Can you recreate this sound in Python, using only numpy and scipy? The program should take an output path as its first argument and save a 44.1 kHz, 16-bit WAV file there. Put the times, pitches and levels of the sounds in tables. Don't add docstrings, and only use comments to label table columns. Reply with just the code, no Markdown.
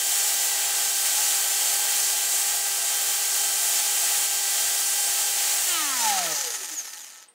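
import sys
import numpy as np
from scipy import signal
from scipy.fft import rfft, irfft, next_fast_len
from scipy.io import wavfile
from scipy.ndimage import uniform_filter1d

SR = 44100
rng = np.random.default_rng(int(sys.argv[2]) if len(sys.argv) > 2 else 0)


def gain_from_decibels(decibels):
    exponent = np.asarray(decibels, float) / 20
    return 10 ** exponent


def output_pcm(signal):
    pcm = np.clip(np.atleast_2d(signal).T, -1, 1) * 32767
    wavfile.write(sys.argv[1], SR, np.round(pcm).astype(np.int16))


N = 323679

# t/s, f/Hz
POWERED_SPEED = [
    (0, 1571),
    (.5, 1566),
    (1.37, 1554),
    (2.03, 1572),
    (3.5, 1567),
    (4, 1572),
    (5.6, 1575),
]
BALLS_PER_TURN = 3.894
SWITCH_S, DRAG_HZ, DRAG_S, FRICTION_HZ_PER_S, CREEP_HZ = 5.633, 880.7, .4908, 435.5, 20
OFF_S = (5.53, 6.3)
WOBBLE_S = (6.2, 6.27, 6.332, 6.36)

BALL_ON_DB, BALL_OFF_DB, BALL_KNEE_HZ, BALL_DB_PER_OCT = -46.5, -44.5, 790, 25
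REVERSE_S, REVERSE_WIDTH_S, REVERSE_DB = 5.655, 0.021, -15
# f/Hz, width/Hz, lift/dB
MOUNT_MODES = [(1268, 78, 10.5), (862, 67, 13), (715, 140, 12.5), (483, 20, 17), (382, 11, 18),
               (310, 20, 25)]
ROTOR_ON_DB, ROTOR_OFF_DB, ROTOR_STILL_DB = -55.5, -51, -90
ROTOR_LEAD_S, ROTOR_MOUNT_SHARE = .03, 0.24
# rotor multiple, level/dB powered, level/dB coasting, level/dB while the disc wobbles
ROTOR_OVERTONES = [(2, 9.5, -12, 2), (3, -4, -16, 6), (4, 1, -20, -8), (5, -20, -20, 9), (8, -20, -20, 6)]
# ball multiple, rotor multiple, level/dB powered, level/dB coasting
SIDEBANDS = [(1, -1, -9.5, -6), (1, 1, -1.5, -6), (1, 2, -6, 0), (1, 3, -6, -6), (2, -1, -8, -14),
             (2, 0, 2.5, -13), (2, 1, -6, -5), (2, 2, -9, -6), (2, 3, -4, -9), (3, 0, 0, -10),
             (3, 1, -5, -10), (5, 0, 2, -12), (6, 0, -2, -14)]
SIDE_ON_DB, SIDE_OFF_DB, SIDE_DB_PER_OCT2 = -47, -37.5, 8
# (t/s, width/s)
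FLARE_RING, FLARE_S = (3050, 150, 9), (5.74, .06)

# t/s, level/dB
ROAR_LEVEL = [(0.0, -24.5), (0.97, -25.5), (1.05, -24.5), (2.55, -25.5), (2.59, -26.5), (3.15, -25),
              (4.23, -25.5), (4.41, -27), (4.49, -25), (5.7, -25), (5.76, -28), (6.07, -25.5),
              (6.33, -28.5), (6.35, -28.5), (6.55, -32), (6.96, -41.5), (7.02, -41), (7.26, -47.5)]
# t/s, share/0-1
TICK_SHARE = [
    (0, .25),
    (5.6, 0),
    (6.2, 0.6),
    (6.5, 0.92),
    (6.8, 0.95),
    (7.2, 0.62),
    (7.34, .6),
]
TEETH, TICK_S = 13.2, .0006
# f/Hz, level/dB per Hz
POWERED_COLOUR = [(40, -44), (100, -44.5), (170, -32), (400, -23.5), (700, -10.5), (1000, -15), (2000, -10),
                  (3100, -6.5), (4900, -7.5), (7500, -3.5), (10000, -4.5), (12000, -8), (13300, 1.5),
                  (16000, 3)]
COAST_COLOUR = [(40, -50), (100, -42), (200, -27.5), (400, -20), (800, -10.5), (1100, -14), (1800, -8.5),
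                (3300, -11.5), (4800, -6.5), (6500, -2), (9000, -16), (11000, -13), (13500, -9),
                (16000, -14.5)]
# f/Hz, width/Hz, lift/dB powered, lift/dB coasting
HOUSING_MODES = [(327, 51, 5.5, 5.5), (514, 15, 8, 1), (707.3, 19, 9, -10), (850.2, 31, 13, 10),
                 (1310, 18, 8, 15.5), (1810, 27, 4, 11), (1916, 20, 8, 8), (3110, 130, 1, 3.5),
                 (4415, 140, 4, -4.5), (5530, 150, 4.5, -8), (6940, 480, 2, 3.5), (7480, 200, 3, 1),
                 (8860, 230, -3.5, 10), (9600, 540, -1, 7.5), (12000, 300, 2.5, 6), (14200, 750, 0, -4)]
BAND_EDGES = (4500, 7200, 10500)
BANDS_ON_DB, BANDS_OFF_DB, BANDS_LOOSE_DB = (-8.5, -8, -2, -5.5), (-6, -7.5, -1, -3), (-6.5, -5.5, -5.5, -13.5)
# t/s, share/0-1
SLACK = [(5.65, 0.1), (6.1, 0.48), (6.7, 0.92)]
CRAWL_S, CRAWL_DB_PER_S = 7.04, (6.8, 10, 33, 45)
STOP_S, STOP_DB_PER_S = 7.245, (200, 500, 500, 400)
# t/s, width/s, lift/dB
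SHUDDERS = [
    (6.22, .12, 3),
    (6.38, .08, 4.5),
]
DRIFT_DB = .2
BENCH_DB, BENCH_S = -12, .012
ROOM_DB = -66

# f/Hz, level/dB
WHINE_LEVEL = [(1700, -74), (3000, -63), (5600, -53), (6600, -40), (8100, -53), (11000, -47), (15800, -49),
               (17500, -99)]
OCTAVE_DB, TWIN_DB, TWIN_FADE_HZ, BUNDLE_DB = -10.5, (4, 1), 500, -2
# t/s, level/dB
THIRD_WHINE = [(6.86, -99), (6.88, -56), (6.93, -59), (6.97, -75), (7.0, -99)]
CASE_RING, CASE_DB = (6300, 900, 30), -71

# t/s, length/s, from f/Hz, to f/Hz, level/dB
BIRD_NOTES = [
    (7.228, .035, 8600, 6700, -66),
    (7.274, .06, 7900, 9300, -47.5),
    (7.274, .06, 7800, 8400, -50),
]
GLIDE_S, BIRD_ATTACK_S, BIRD_FADE_DB_PER_S = .008, .013, 900

PATCH_EDGES_HZ, PATCH_SHARE, PATCH_DB = (4000, 5200, 6600, 8600, 10400, 12600, 14200, 15700), .05, -3.5
PATCH_LEAD = 645
TOP_HZ = 15780


def unit(x):
    return x / np.sqrt(np.mean(x ** 2))


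def curves(table):
    s, *columns = np.transpose(table)
    return [np.interp(np.arange(N) / SR, s, c) for c in columns]


def walk(rate):
    k = int(SR / rate)
    held = np.repeat(rng.standard_normal(N // k + 1), k)
    return 1.3 * uniform_filter1d(uniform_filter1d(held, k), k)[:N]


def bump(t, centre, width):
    return np.exp(-((t - centre) / width) ** 2)


def rings(hz, modes):
    return sum(g / (1 + ((hz - m) / w) ** 2) for m, w, g in modes)


def speed(t):
    since = np.maximum(t - SWITCH_S, 0)
    lost = DRAG_HZ * (1 - np.exp(-since / DRAG_S)) + FRICTION_HZ_PER_S * since
    return np.maximum(curves(POWERED_SPEED)[0] - lost, CREEP_HZ)


def tone_levels(t, hz, cut):
    coast_db = BALL_OFF_DB - BALL_DB_PER_OCT * np.log2(np.maximum(BALL_KNEE_HZ / hz, 1))
    coast_db = coast_db + rings(hz, MOUNT_MODES)
    dip_db = REVERSE_DB * bump(t, REVERSE_S, REVERSE_WIDTH_S)
    ball_db = BALL_ON_DB + cut * (coast_db - BALL_ON_DB) + dip_db
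    still = np.clip((t - WOBBLE_S[2]) / (WOBBLE_S[3] - WOBBLE_S[2]) / 2, 0, 1)
    rotor_db = ROTOR_ON_DB + cut * (ROTOR_OFF_DB - ROTOR_ON_DB) + still * (ROTOR_STILL_DB - ROTOR_OFF_DB)
    rotor_db = rotor_db + REVERSE_DB / 2 * bump(t + ROTOR_LEAD_S, REVERSE_S, REVERSE_WIDTH_S)
    rotor_db = rotor_db + ROTOR_MOUNT_SHARE * cut * rings(hz / BALLS_PER_TURN, MOUNT_MODES)
    side_db = SIDE_ON_DB + cut * (SIDE_OFF_DB - SIDE_ON_DB) - SIDE_DB_PER_OCT2 * np.log2(hz[0] / hz) ** 2
    return ball_db, rotor_db, side_db + dip_db / 2


def mode_gain(hz):
    return rings(hz, [(m, w, 1.5 * g) for m, w, _, g in HOUSING_MODES if m < 3500])


def bearing_sidebands(ball, turn, off, hz, side_db):
    flare = bump(np.arange(N) / SR, *FLARE_S)
    out = np.zeros(N)
    for b, r, on_db, off_db in SIDEBANDS:
        line_hz = (b + r / BALLS_PER_TURN) * hz
        db = side_db + on_db + off * (off_db - on_db + mode_gain(line_hz))
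        db = db + 1.7 * walk(20) - 6 * off * np.abs(walk(14))
        db = db + flare * rings(line_hz, [FLARE_RING])
        out += gain_from_decibels(db) * np.sin(b * ball + r * turn + 6 * rng.random() + 0.41 * walk(25))
    return out


def rotor_overtones(turn, cut, rotor_db):
    wobble = np.interp(np.arange(N) / SR, WOBBLE_S, (0, 1, 1, 0))
    out = np.zeros(N)
    for r, on_db, off_db, wobble_db in ROTOR_OVERTONES:
        db = rotor_db + on_db + cut * (off_db - on_db) + wobble * (wobble_db - off_db) + 1.6 * walk(25.04)
        out += gain_from_decibels(db) * np.sin(r * turn + 6 * rng.random() + 0.27 * walk(25))
    return out


def response(colour, modes, size=8192):
    f = np.arange(1, size // 2 + 2) * SR / size
    hz, db = np.transpose(colour)
    db = np.interp(np.log(f), np.log(hz), np.maximum(db, -70))
    db = db + sum(g / (1 + (2 * (f - m) / w) ** 2) for m, w, g in modes)
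    cepstrum = irfft(np.log(gain_from_decibels(db)))
    cepstrum[1:size // 2] *= 2
    cepstrum[size // 2 + 1:] = 0
    return irfft(np.exp(rfft(cepstrum)))


def bands(x, size):
    f = np.arange(size // 2 + 1) * SR / size
    below = [0] + [1 / (1 + (f / hz) ** 8) for hz in BAND_EDGES] + [1]
    spectrum = rfft(x, size)
    return [unit(irfft(spectrum * (hi - lo), size)[:N]) for lo, hi in zip(below, below[1:])]


def clatter_and_air(turn, off):
    share = np.clip(curves(TICK_SHARE)[0], 0, 1)
    tooth = np.diff(np.floor(TEETH * turn / (2 * np.pi) + .4 * walk(900)), prepend=0) > 0
    power = tooth * gain_from_decibels(4.5 * rng.standard_normal(N) + 4.5 * off * walk(100))
    power = signal.lfilter([1], [1, -np.exp(-2 / (TICK_S * SR))], power)
    power = power / (uniform_filter1d(power, SR // 16) + 1e-12)
    drive = rng.standard_normal(N) * np.sqrt(share * power + 1 - share)
    drive = drive * (1 + .04 * np.cos(turn))
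    return drive * gain_from_decibels(.5 * walk(12) + 0.31 * walk(40))


def roar_levels(t, cut, slack):
    levels = []
    states = zip(BANDS_ON_DB, BANDS_OFF_DB, BANDS_LOOSE_DB, CRAWL_DB_PER_S, STOP_DB_PER_S)
    for on, coast, loose, crawl_fall, stop_fall in states:
        db = on + cut * (coast - on) + slack * (loose - coast)
        db = db - crawl_fall * np.maximum(t - CRAWL_S, 0) - stop_fall * np.maximum(t - STOP_S, 0)
        levels.append(db)
    for k, (s, width, db) in enumerate(SHUDDERS):
        levels[k] = levels[k] + db * bump(t, s, width)
    return levels


def roar(turn, off, cut):
    drive = clatter_and_air(turn, off)
    powered_modes = [(m, w, on) for m, w, on, _ in HOUSING_MODES]
    loose_modes = [(m, w, coast) for m, w, _, coast in HOUSING_MODES]
    powered = signal.fftconvolve(drive, response(POWERED_COLOUR, powered_modes))[:N]
    loose = signal.fftconvolve(drive, response(COAST_COLOUR, loose_modes))[:N]
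    slack, = curves(SLACK)
    effort_db, = curves(ROAR_LEVEL)
    size = next_fast_len(N)
    levels = roar_levels(np.arange(N) / SR, cut, slack)
    out = np.zeros(N)
    for db, tight, slackened in zip(levels, bands(powered, size), bands(loose, size)):
        db = effort_db + db + .5 * walk(7.9) + DRIFT_DB * (1 - cut) * walk(2.515)
        out += gain_from_decibels(db) * ((1 - slack) * tight + slack * slackened)
    return out


def bench(x):
    echoes = np.diff(rng.standard_normal(SR // 20 + 1)) * np.exp(-np.arange(SR // 20) / (BENCH_S * SR))
    echoes = gain_from_decibels(BENCH_DB) * echoes / np.sqrt(np.sum(echoes ** 2))
    return (x + signal.fftconvolve(x, echoes)[:N]) / np.sqrt(1 + gain_from_decibels(2 * BENCH_DB))


def room_air():
    room = gain_from_decibels(ROOM_DB) * unit(signal.lfilter([1], [1, -.8], rng.standard_normal(N)))
    return signal.sosfilt(signal.butter(3, 200, "high", fs=SR, output="sos"), room)


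def whine_db(hz):
    whine_hz, db = np.transpose(WHINE_LEVEL)
    return np.interp(np.log(hz), np.log(whine_hz), db)


def cage_whine(ball, hz):
    blur = .6 * walk(300)
    main_db = whine_db(24 * hz) - 5 * bump(hz, 570, 40) + 2.5 + 2.5 * walk(60)
    out = gain_from_decibels(main_db) * np.sin(24 * ball + blur)
    octave_db = whine_db(48 * hz) + OCTAVE_DB + 4 + 1.5 * walk(60)
    out += gain_from_decibels(octave_db) * np.sin(48 * ball + 2 * blur)
    fast = np.clip(hz / TWIN_FADE_HZ - 1, 0, .1) * 10
    for k, db in zip((23, 25), TWIN_DB):
        out += fast * gain_from_decibels(whine_db(k * hz) + db + 2.5 * walk(60)) * np.sin(k * ball + blur)
    for k in (47, 49):
        db = whine_db(k * hz) + OCTAVE_DB + BUNDLE_DB + 4 + 3 * walk(60)
        out += gain_from_decibels(db) * np.sin(k * ball + 2 * blur)
    return out + gain_from_decibels(curves(THIRD_WHINE)[0]) * np.sin(72 * ball + 3 * blur)


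def case_ring(ball, hz):
    out = np.zeros(N)
    for k in range(8, 15):
        db = CASE_DB + rings(k * hz, [CASE_RING]) + 3 * walk(40)
        out += gain_from_decibels(db) * np.sin(k * ball + .5 * walk(80))
    return bump(np.arange(N) / SR, *SHUDDERS[1][:2]) * out


def tones(ball, turn, off, cut, hz):
    ball_db, rotor_db, side_db = tone_levels(np.arange(N) / SR, hz, cut)
    out = gain_from_decibels(ball_db) * np.sin(ball) + gain_from_decibels(rotor_db) * np.sin(turn)
    out += bearing_sidebands(ball, turn, off, hz, side_db)
    out += rotor_overtones(turn, cut, rotor_db)
    out += cage_whine(ball, hz) + case_ring(ball, hz)
    return np.sqrt(2) * signal.sosfilt(signal.butter(4, 150, "high", fs=SR, output="sos"), out)


def bird():
    call = np.zeros(N)
    for start, length, from_hz, to_hz, db in BIRD_NOTES:
        age = np.clip(np.arange(N) / SR - start, 0, length)
        hz = to_hz + (from_hz - to_hz) / np.cosh(age / GLIDE_S)
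        rise = np.minimum(age / BIRD_ATTACK_S, 1) ** 2 * (age < length)
        fade = gain_from_decibels(db - BIRD_FADE_DB_PER_S * np.maximum(age - BIRD_ATTACK_S, 0))
        call += rise * fade * np.sin(2 * np.pi * np.cumsum(hz) / SR)
    tail = rng.standard_normal(SR // 8) * np.exp(-np.arange(SR // 8) / (0.027 * SR))
    return call + gain_from_decibels(-31) * signal.fftconvolve(call, tail)[:N]


def scene():
    t = np.arange(N) / SR
    ball_hz = speed(t)
    ball = 2 * np.pi * np.cumsum(ball_hz) / SR
    turn = ball / BALLS_PER_TURN
    off = np.interp(t, OFF_S, (0, 1))
    cut = np.clip((t - SWITCH_S) / 0.11, 0, 1)
    grinder = tones(ball, turn, off, cut, ball_hz) + bench(roar(turn, off, cut))
    mono = grinder + bird() + room_air()
    return np.array([mono, mono])


def side_patches(mono):
    f, _, cells = signal.stft(np.pad(mono, (PATCH_LEAD, 0)), SR, "cosine", 2048, 1024)
    chosen = rng.random((len(PATCH_EDGES_HZ) + 1, cells.shape[1])) < PATCH_SHARE
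    chosen[[0, -1]] = False
    random_phase = np.exp(2j * np.pi * rng.random(cells.shape))
    cells = cells * chosen[np.searchsorted(PATCH_EDGES_HZ, f)] * random_phase
    side = signal.istft(cells, SR, "cosine", 2048, 1024)[1]
    return gain_from_decibels(PATCH_DB) * side[PATCH_LEAD:PATCH_LEAD + N]


def band_limit(x):
    return signal.sosfilt(signal.butter(12, 16640, fs=SR, output="sos"), x)


def record(dry):
    size = next_fast_len(N)
    both = rfft(dry + side_patches(dry[0]) * np.array([[1], [-1]]), size)
    f = np.arange(size // 2 + 1) * SR / size
    both = both * np.clip((TOP_HZ - f) / 60, 0, 1)
    mix = irfft(both, size)[:, :N]
    return band_limit(mix)


dry = scene()
out = record(dry)
output_pcm(out)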